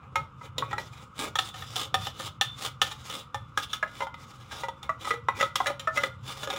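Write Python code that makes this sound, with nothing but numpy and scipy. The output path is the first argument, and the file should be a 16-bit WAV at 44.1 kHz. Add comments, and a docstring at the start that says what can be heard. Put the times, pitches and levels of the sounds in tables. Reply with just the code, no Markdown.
"""In a kitchen, a small steel opener knocks and scrapes round the rim of a tin can, close to a phone.
Knocks are sums of decaying wall modes with a noise crack; scrapes are stick-slip jolts that hiss and
drive the same modes as resonators; scuffs of the hand are short swells of low noise.
A short diffuse tail is the room; shaped noise gives air hiss, with a faint steady colour near 1270 Hz,
and a low appliance rumble."""
import sys
import numpy as np
from scipy import signal
from scipy.fft import rfft, irfft, next_fast_len
from scipy.io import wavfile
from scipy.ndimage import uniform_filter1d

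SR = 44100
rng = np.random.default_rng(int(sys.argv[2]) if len(sys.argv) > 2 else 0)


def waveform_to_disk(signal):
    """Save audio, clipped to [-1, 1], as 16-bit WAV at the path in sys.argv[1]."""
    frames = np.transpose(np.atleast_2d(signal))
    scaled = np.clip(frames, -1, 1) * 32767
    samples = np.round(scaled).astype(np.int16)
    wavfile.write(sys.argv[1], SR, samples)


N = 290178

# Air noise of the kitchen. Each row: frequency in Hz, relative density in dB per Hz.
AIR_SPECTRUM = [(30, -21.5), (66, -5), (82, -1), (128, 3.5), (170, -9.5), (260, -17), (400, -30),
                (500, -19.5), (680, -36.5), (1270, -10.5), (1750, -39), (2900, -34), (4500, -58),
                (16000, -75.5)]
# Chance unevenness of the low noise. Each row: time in seconds, mean level in dB before a random wander.
RUMBLE_LEVELS = [(0.0, -50.5), (0.22, -37.5), (0.27, -52.5), (0.88, -42), (1.06, -53.5), (1.76, -44.5),
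                 (1.85, -51), (2.0, -37), (2.09, -46.5), (3.33, -52), (3.39, -42.5), (3.65, -53),
                 (6.38, -48), (6.58, -67)]
# Scraping strokes. Each row: full pressure from and to in seconds, relative rasp of the edge in dB,
# relative drone of the can's body in dB, swell in dB per s.
SCRAPE_STROKES = [(.04, .06, -80, -36, 302), (0.448, 0.467, -51, -37, 291), (0.603, 0.716, -54.5, -36, 298),
                  (.8, 0.872, -50, -43, 300), (0.929, 1.034, -53, -45.5, 601),
                  (1.197, 1.26, -40, -33, 308.5), (1.42, 1.49, -45, -44, 301.5),
                  (1.55, 1.752, -46, -43, 501), (1.756, 1.839, -40, -33.5, 900),
                  (2.009, 2.072, -42.5, -56, 301), (2.204, 2.267, -41, -39, 246.5),
                  (2.627, 2.662, -37.5, -35, 205.5), (2.869, 2.928, -44.5, -41, 300),
                  (3.114, 3.194, -40.5, -38.5, 137.5), (3.4, 3.56, -68, -61, 300),
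                  (3.629, 3.639, -42, -62, 302), (3.703, 3.755, -47.5, -56, 300),
                  (3.917, 4.045, -48.5, -41, 303), (4.203, 4.484, -54, -45, 401),
                  (4.515, 4.64, -46, -37.5, 409), (4.851, 4.866, -59, -37, 302),
                  (5.016, 5.102, -44, -36.5, 500), (5.367, 5.453, -46, -34, 500),
                  (5.597, 5.69, -48.5, -42, 304.5), (5.81, 5.854, -55.5, -40, 600),
                  (5.958, 6.057, -45, -35, 500), (6.266, 6.443, -43, -37, 291),
                  (6.48, 6.6, -45.5, -31.5, 304)]
# Spells of near-steady judder. Each row: start and end in seconds, jolts per s,
# jolt over the steady push in dB, before its random size and the evening out of loudness.
JUDDER_SPELLS = [(1.18, 1.251, 96, 5), (2.198, 2.262, 100, 8), (2.611, 2.69, 80, 3), (3.098, 3.179, 74, 10)]
# Hiss of edge on sheet. Each row: frequency in Hz, relative density in dB per Hz.
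RASP_SPECTRUM = [(200, -49.5), (335, -71), (700, -15), (1270, -0.5), (1800, -18.5), (3450, -1), (4300, -9),
                 (7000, -15.5), (10000, -15), (13000, -26), (15200, -18), (16500, -19.5)]
# Modes of the can. Each row: frequency in Hz, relative level in dB, time of free ring to -60 dB in seconds.
CAN_MODES = [(342, 5.5, 0.38), (488, -3.5, 1), (543.8, 10, 0.27), (614, -3.5, 0.3), (826, 8, 0.16),
             (905, 3, 0.14), (940, 4.5, 0.7), (1053, 2, 0.23), (1246, 4.5, 0.081), (1271.6, 10, 0.16),
             (1257, -23.5, 0.065), (1429, 8, 0.64), (1656, 2.5, 0.22), (1723, 1.5, 0.17),
             (1938, 0.5, 0.085), (2057, 3.5, 0.43), (2170, 3.5, 0.17), (2391, 12.5, 0.03), (2830, -6, 0.15),
             (3017, 5.5, 0.33), (2880, -4.5, 0.19), (3578, -14.5, 0.78), (3571, 9.5, 0.15), (3865, 5, 0.1),
             (3850, -25, 0.24), (5096, 0.5, 0.12), (5646, 8, 0.0043), (6584, 2.5, 0.075),
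             (7223, 2.5, 0.017)]
# Blows. Each row: start in seconds, peak levels in dB of the lid-end, wall and rim notes, loudest note
# in Hz of the lid end, wall and rim, damped ring to -60 dB at 1200 Hz in seconds, contact time constant
# in seconds (long where the tool skids as it lands).
BLOWS = [(0.156, -21.5, -17, -23, 900, 1279, 2450.0, 0.14, 0.00075),
         (0.41, -39, -37, -55, 965, 1286, 2440.0, 0.065, 0.0028),
         (0.581, -27.5, -32, -19.5, 513, 1010, 3770.0, 0.071, 0.00048),
         (0.623, -27, -19, -46, 930, 1116, 2890.0, 0.031, 0.00023),
         (0.71, -39, -32, -36, 1002, 1910, 3490.0, 0.042, 0.0061),
         (0.729, -26.5, -24.5, -32.5, 827, 1330, 3480.0, 0.097, 0.00039),
         (0.781, -26, -24.5, -30.5, 905, 1946, 4040.0, 0.089, 0.00023),
         (1.355, -26.5, -21.5, -19.5, 880, 1265, 3320.0, 0.061, 0.00023),
         (1.387, -26, -19, -13, 765, 1296, 3520.0, 0.055, 0.00071),
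         (1.541, -39, -39, -36, 753, 1260, 3070.0, 0.16, 0.00079),
         (1.622, -41, -32, -33.5, 775, 1240, 3490.0, 0.031, 0.00066),
         (1.757, -31, -35, -17, 746, 1306, 3540.0, 0.11, 0.0084),
         (1.942, -19, -17.5, -15, 766, 1226, 3560.0, 0.074, 0.00024),
         (2.069, -28.5, -30.5, -23, 810, 1244, 3010.0, 0.036, 0.00045),
         (2.198, -36, -32.5, -42, 520, 1207, 2890.0, 0.051, 0.0036),
         (2.411, -22, -20, -10.5, 796, 1793, 3530.0, 0.04, 0.00074),
         (2.816, -24, -17, -9.5, 815, 1264, 2930.0, 0.044, 0.00046),
         (2.913, -41, -37.5, -29.5, 860, 1196, 3740.0, 0.12, 0.0012),
         (3.098, -44, -40.5, -29.5, 505, 1290, 3010.0, 0.065, 0.012),
         (3.344, -26, -26.5, -27, 838, 1200, 3490.0, 0.074, 0.00095),
         (3.574, -34, -16, -16, 816, 1235, 3500.0, 0.049, 0.00071),
         (3.731, -53, -26.5, -19.5, 921, 1284, 3490.0, 0.046, 0.00075),
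         (3.827, -28, -17, -34.5, 635, 1682, 2770.0, 0.056, 0.0013),
         (3.877, -43, -56, -44, 603, 1570, 2850.0, 0.086, 0.00033),
         (4.003, -27.5, -25.5, -30.5, 985, 1002, 2810.0, 0.084, 0.0037),
         (4.019, -24, -28, -34, 924, 1025, 3100.0, 0.13, 0.00044),
         (4.068, -27.5, -35, -41, 897, 1410, 3100.0, 0.052, 0.0018),
         (4.141, -37, -34.5, -38.5, 918, 1249, 2410.0, 0.023, 0.0014),
         (4.509, -48, -34.5, -35.5, 920, 1611, 3900.0, 0.15, 0.014),
         (4.634, -23.5, -29, -34, 923, 1977, 2830.0, 0.11, 0.00035),
         (4.684, -23, -34.5, -33.5, 917, 1270, 3500.0, 0.12, 0.00039),
         (4.829, -44, -44, -31.5, 820, 1260, 3550.0, 0.031, 0.0006),
         (4.892, -28.5, -16, -35, 646, 1160, 2720.0, 0.072, 0.00099),
         (5.045, -42, -27.5, -29.5, 1008, 1287, 3990.0, 0.12, 0.0058),
         (5.072, -27.5, -25.5, -47.5, 873, 1237, 3920.0, 0.045, 0.0006),
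         (5.106, -27, -16.5, -26, 470, 1251, 2430.0, 0.083, 0.0012),
         (5.134, -30, -30, -35.5, 476, 1285, 3780.0, 0.12, 0.0043),
         (5.285, -16, -12, -29.5, 902, 1055, 3700.0, 0.043, 0.00033),
         (5.397, -31, -21.5, -30, 535, 1260, 2710.0, 0.095, 0.007),
         (5.408, -21.5, -16, -18.5, 542, 1965, 2700.0, 0.053, 0.0027),
         (5.426, -17.5, -17, -23, 546, 1285, 3350.0, 0.053, 0.0011),
         (5.556, -31, -21.5, -14.5, 974, 1236, 3350.0, 0.047, 0.00072),
         (5.602, -20, -17.5, -31.5, 764, 1050, 3380.0, 0.034, 0.0018),
         (5.657, -31, -22, -26.5, 614, 1710, 2710.0, 0.084, 0.0044),
         (5.667, -23.5, -20, -19, 561, 2017, 3900.0, 0.11, 0.0029),
         (5.695, -22, -29, -33, 569, 1220, 2430.0, 0.074, 0.0079),
         (5.795, -41, -40, -26.5, 544, 1247, 3120.0, 0.11, 0.00033),
         (5.872, -27, -15.5, -30.5, 640, 1300, 2470.0, 0.091, 0.0017),
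         (5.961, -36, -32, -32, 566, 2110, 2510.0, 0.058, 0.0051),
         (5.973, -25, -17, -22, 568, 2037, 2630.0, 0.14, 0.00083),
         (6.034, -22.5, -14.5, -18.5, 534, 2000, 3500.0, 0.051, 0.0018),
         (6.432, -35.5, -33, -29, 596, 1410, 3510.0, 0.097, 0.00044),
         (6.473, -26.5, -30, -29.5, 549, 1230, 3490.0, 0.06, 0.00046),
         (6.501, -28, -29.5, -24, 770, 1223, 3670.0, 0.11, 0.0006),
         (6.534, -32, -38, -30, 552, 1220, 3530.0, 0.088, 0.0016),
         (6.561, -41, -36, -29.5, 563, 1225, 3490.0, 0.05, 0.0027)]
# Edges in Hz of the bands of the lid end, lower wall, upper wall, rim and edge tick.
BAND_EDGES_HZ = [400, 1000, 1520, 2400, 4500, 16000]
# Upper wall note, which shifts as the grip moves round the can. Each row: time in seconds, frequency in Hz.
UPPER_WALL_NOTE = [(.15, 2150), (.7, 1913), (1.4, 1810), (3.35, 1790), (3.6, 1635), (3.9, 1770),
                   (4.0, 2070), (4.6, 1945), (5.6, 2010), (5.87, 1775), (6.0, 2010), (6.5, 1676)]
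# Low scuffs of the hand shaking with the can. Each row: centre in seconds, half-width to 1/e in seconds,
# peak of the swell in dB.
HAND_SCUFFS = [(0.187, 0.056, -52), (0.602, 0.028, -45), (0.767, 0.072, -46.5), (1.246, 0.051, -41.5),
               (1.79, 0.11, -58), (1.97, 0.047, -54), (2.08, 0.023, -49), (2.235, 0.086, -59),
               (2.64, 0.043, -50), (3.165, 0.025, -48.5), (5.118, 0.019, -44.5), (5.42, .03, -48),
               (5.68, .03, -55), (6.065, 0.035, -47.5), (6.505, 0.037, -46)]

AIR_DB = -46.5  # whole air noise, before the rumble replaces its bass
REST_RASP_DB, REST_BODY_DB = -66, -55.5  # the tool resting on the can, on the scale of the strokes
LIFT_DB_PER_S = 334  # how fast a stroke dies as the tool lifts
SLIDE_RASP_DB, SLIDE_BODY_DB = -21, -13  # slide after a blow, relative to its rim and wall peaks
JOLT_S = .0025  # time constant of one jolt
GRIP_DB = 5  # rubbing favours the lid-end note that the last blow sounded, for the grip is the same
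OTHER_WALL_DB, TICK_DB = -4.5, -6  # wall half away from the note, under the wall; edge tick, under the rim
UPPER_SHARE = .55  # a dull blow's upper wall falls this share of the way from wall to rim level, if lower
FREE_DB = -16  # free ring under the damped ring, when rim and wall are equal
FREE_PER_DB = -0.13  # a brighter blow bites and leaves less free ring: dB per dB of rim over wall
ROOM_T60_S, ROOM_DB = 0.24, -12  # decay of the middle band; gain of the unit-energy tail
TOP_HZ = 15700


def undb(db):
    """Decibels are twenty times the logarithm of an amplitude ratio; this inverts them."""
    return 10 ** (np.asarray(db) / 20)


def level(x, db):
    """Root-mean-square amplitude sets the level."""
    return x * undb(db) / np.sqrt(np.mean(x ** 2))


def band(x, lo_hz, hi_hz):
    """A Butterworth band-pass is flat between its edges."""
    return signal.sosfilt(signal.butter(2, [lo_hz, hi_hz], "band", fs=SR, output="sos"), x)


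def colour(x, table):
    """Spectral weighting: each frequency is scaled by a curve through (Hz, dB) points."""
    hz, db = np.transpose(table)
    size = next_fast_len(len(x), True)
    f = np.maximum(np.arange(size // 2 + 1) * SR / size, 1)
    gain = undb(np.interp(np.log(f), np.log(hz), db))
    return irfft(rfft(x, size) * gain, size)[:len(x)]


def walk(rate):
    """Smoothed random fluctuation: normal levels held 1 / rate s and slewed twice."""
    hold = int(SR / rate)
    steps = np.repeat(rng.standard_normal(N // hold + 1), hold)
    return np.sqrt(2) * uniform_filter1d(uniform_filter1d(steps, hold), hold)[:N]


def kitchen():
    """Broadband noise: air hiss over a low rumble of randomly uneven level."""
    air = level(colour(rng.standard_normal(N), AIR_SPECTRUM), AIR_DB)
    bass = band(air, 57, 220)
    s, db = np.transpose(RUMBLE_LEVELS)
    rumble_db = np.interp(np.arange(N) / SR, s, db) + 1.5 * walk(8.7)
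    return air - bass + level(bass, 0) * undb(rumble_db)


def rubbing(strokes):
    """Powers add: every stroke swells, holds and lifts over the resting tool; gives rasp and drone in dB."""
    t = np.arange(0, N / SR + .002, .001)
    power = undb(2 * np.array([[REST_RASP_DB], [REST_BODY_DB]])) + 0 * t
    for start, end, rasp_db, body_db, swell in strokes:
        under_db = abs(swell) * np.maximum(start - t, 0) + LIFT_DB_PER_S * np.maximum(t - end, 0)
        stroke_db = np.array([[rasp_db], [body_db]]) - np.minimum(under_db, 200)
        power = power + undb(2 * stroke_db)
    return [np.interp(np.arange(N) / SR, t, row) for row in 10 * np.log10(power)]


def slides():
    """Residual sliding friction: each blow trails off in a short stroke that starts at once."""
    return [(s + .001, s + .001, rim_db + SLIDE_RASP_DB, wall_db + SLIDE_BODY_DB, 1e5)
            for s, _, wall_db, rim_db, *_ in BLOWS]


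def judder(t):
    """Periodic stick-slip: gain of the edge's push, with sharp jolts of uneven size in each spell."""
    push = np.ones(N)
    size = undb(1.5 * walk(80))
    for start, end, rate, db in JUDDER_SPELLS:
        inside = (t > start) & (t < end)
        since_jolt_s = ((t - start) * rate % 1) / rate
        push = push + inside * undb(db) * size * np.exp(-since_jolt_s / JOLT_S)
    return push


def scrape():
    """Stick-slip friction: uneven tiny jolts of the edge hiss and keep the can's modes ringing."""
    rasp_db, body_db = rubbing(SCRAPE_STROKES + slides())
    t = np.arange(N) / SR
    slips = (rng.random(N) < 3000 / SR) * rng.standard_normal(N) * undb(2.0 * rng.exponential(size=N))
    catches = (rng.random(N) < 160 / SR) * undb(0.92 * rng.standard_normal(N))  # the edge snags on ridges
    pressure = np.clip((rasp_db + 62.5) / 25, 0, 1)  # light rubbing is smooth and dull
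    snags = signal.lfilter([1], [1, -np.exp(-1 / (0.011 * SR))], catches)  # each dies away over 11 ms
    bursts = 1.2 + 0.68 * pressure * snags
    grains = (0.59 + pressure) * level(slips, 0) + 1.88 * rng.standard_normal(N)
    grit = level(grains * bursts * undb(2.35 * walk(60)), 0)
    jolts = judder(t)
    grit = grit * jolts / uniform_filter1d(jolts, SR // 40)
    edge = grit * undb(rasp_db)
    body = grit * undb(body_db - 11.5)

    hiss = colour(edge, RASP_SPECTRUM)
    # the colour shifts: each stretch of the rasp flickers alone
    stretches_hz = ((2500, 4200), (4600, 6200), (6800, 9500), (10500, 13500))
    parts = [band(hiss, lo, hi) for lo, hi in stretches_hz]
    hiss = hiss + sum(part * (undb(2.47 * walk(25)) - 1) for part in parts)
    dull = band(hiss, 200, 5100)
    out = undb(8.5) * (dull + (hiss - dull) * undb(-6.0 * (1 - pressure)))

    steps = np.arange(0, t[-1] + .1, .06)
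    blows = np.array(BLOWS)
    last_blow = np.maximum(np.searchsorted(blows[:, 0], steps) - 1, 0)
    lid_hz = blows[last_blow, 4]
    for hz, db, t60 in CAN_MODES:
        pole = np.exp(-np.log(1000) / (.3 * t60 * SR))  # the pressing tool damps the wall
        spot_db = 4.5 * rng.standard_normal(len(steps))  # the contact moves over nodes
        grip_db = GRIP_DB * np.exp(-(np.log(lid_hz / hz) / 0.028) ** 2)
        spot = np.interp(t, steps, undb(spot_db + grip_db))
        drive = spot * (body if hz < BAND_EDGES_HZ[3] else undb(-2.5) * edge)
        turn = 2 * np.pi * hz / SR  # phase advance per sample
        ringing = signal.lfilter([1], [1, -2 * pole * np.cos(turn), pole * pole], drive)
        out = out + undb(db - 16.5) * np.sqrt(1 - pole) * np.sin(turn) * ringing
    return out


def knock(peaks_db, notes_hz, ring_s, contact_s, free_db, chance, noise):
    """Modal excitation: modes build up over the contact and decay, and the loose sheet rattles as noise."""
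    t = np.arange(noise.shape[1]) / SR
    hz, db, t60 = np.transpose(CAN_MODES)
    hz = hz * (1 + 0.013 * chance[0])  # the grip bends the wall and shifts each mode a little
    db = db + 3.0 * chance[1]
    for note_hz in notes_hz:  # the mode nearest the struck spot's note leads
        k = np.argmin(np.abs(hz - note_hz))
        hz[k], db[k] = note_hz, max(db[k], 7.0) + 14.5
    contact_s = max(contact_s, 1e-4)

    # tool and hand damp the wall, the high modes sooner; what is left rings freely
    held_s = max(ring_s, .01) * (hz[:, None] / 1200) ** -.4
    held = np.exp(-np.log(1000) * t / held_s)
    beat = np.cos(2 * np.pi * 14 * chance[2][:, None] * t)  # the dented wall splits each mode into a close pair
    free = undb(free_db) * beat * np.exp(-np.log(1000) * t / t60[:, None])
    unevenness = 2.97 * min(contact_s / 0.001, 1) * level(band(noise[1], 25, 650), 0)
    grind = 3.5 + unevenness * np.exp(-t / (3 * contact_s))  # uneven push while in touch
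    rise = (1 - np.exp(-t / contact_s)) * grind
    rings = undb(db)[:, None] * (held + free) * rise * np.sin(2 * np.pi * hz[:, None] * t)

    crack = noise[0] * rise * (np.exp(-t / (0.0059 + contact_s)) + 0.17 * np.exp(-t / 0.034))
    crack = colour(crack, RASP_SPECTRUM)
    cracks_db = (-2, -4.5, -37.5, 4.5, 3)  # crack in each band, against rings at 0 dB
    out = 0
    for lo, hi, peak_db, crack_db in zip(BAND_EDGES_HZ, BAND_EDGES_HZ[1:], peaks_db, cracks_db):
        band_rings = rings[(hz >= lo) & (hz < hi)].sum(axis=0)
        part = band(level(band_rings, 0) + level(crack, crack_db), lo, hi)
        out = out + part * undb(peak_db) / np.abs(part).max()
    return out


def knocks():
    """Superposition: the responses to all blows of the tool on the can add up."""
    size = SR // 7
    out = np.zeros(N + size)
    for s, lid_db, wall_db, rim_db, lid_hz, wall_hz, rim_hz, ring_s, contact_s in BLOWS:
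        walls_db = [wall_db + OTHER_WALL_DB, wall_db]
        notes_hz = [lid_hz, wall_hz, rim_hz]
        if wall_hz < BAND_EDGES_HZ[2]:  # the lower wall leads
            upper_db = wall_db + min(OTHER_WALL_DB, UPPER_SHARE * (rim_db - wall_db))
            walls_db = [wall_db, upper_db]
            notes_hz = notes_hz + [np.interp(s, *np.transpose(UPPER_WALL_NOTE))]
        peaks_db = [lid_db, *walls_db, rim_db, rim_db + TICK_DB]
        free_db = FREE_DB + FREE_PER_DB * (rim_db - wall_db)
        chance = rng.standard_normal((3, len(CAN_MODES)))
        noise = rng.standard_normal((2, size))
        blow = knock(peaks_db, notes_hz, ring_s, contact_s, free_db, chance, noise)
        out[int(s * SR):int(s * SR) + size] += blow
    return out[:N]


def scuffs():
    """Band-limited friction noise: the hand shakes and rubs on the hollow can in short dull swells."""
    t = np.arange(N) / SR
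    swell = sum(undb(db) * np.exp(-((t - s) / length_s) ** 2) for s, length_s, db in HAND_SCUFFS)
    return swell * level(band(rng.standard_normal(N), 222, 704), 0)


def room(x):
    """Diffuse reverberation: hard walls return a short noise tail whose middle band dies last."""
    t = np.arange(SR // 2) / SR
    noise = rng.standard_normal(len(t)) * (t > .004)
    middle = band(noise, 370, 6000)
    outer = noise - middle
    tail = middle * undb(-60 * t / ROOM_T60_S) + outer * undb(-60 * t / (0.78 * ROOM_T60_S))
    return signal.fftconvolve(x, tail / np.sqrt(np.sum(tail ** 2)))[:N] * undb(ROOM_DB)


def scene():
    """Linear superposition: the can, its reverberation and the kitchen's noise add."""
    can = knocks() + scrape() + scuffs()
    return (can + room(can) + kitchen())[None]


def record(dry):
    """Band limitation: the phone drops the deep bass and cuts the top."""
    dry = signal.sosfilt(signal.butter(2, 50, "high", fs=SR, output="sos"), dry)
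    return signal.sosfilt(signal.ellip(8, .2, 60, TOP_HZ, fs=SR, output="sos"), dry)


dry = scene()
out = record(dry)
waveform_to_disk(out)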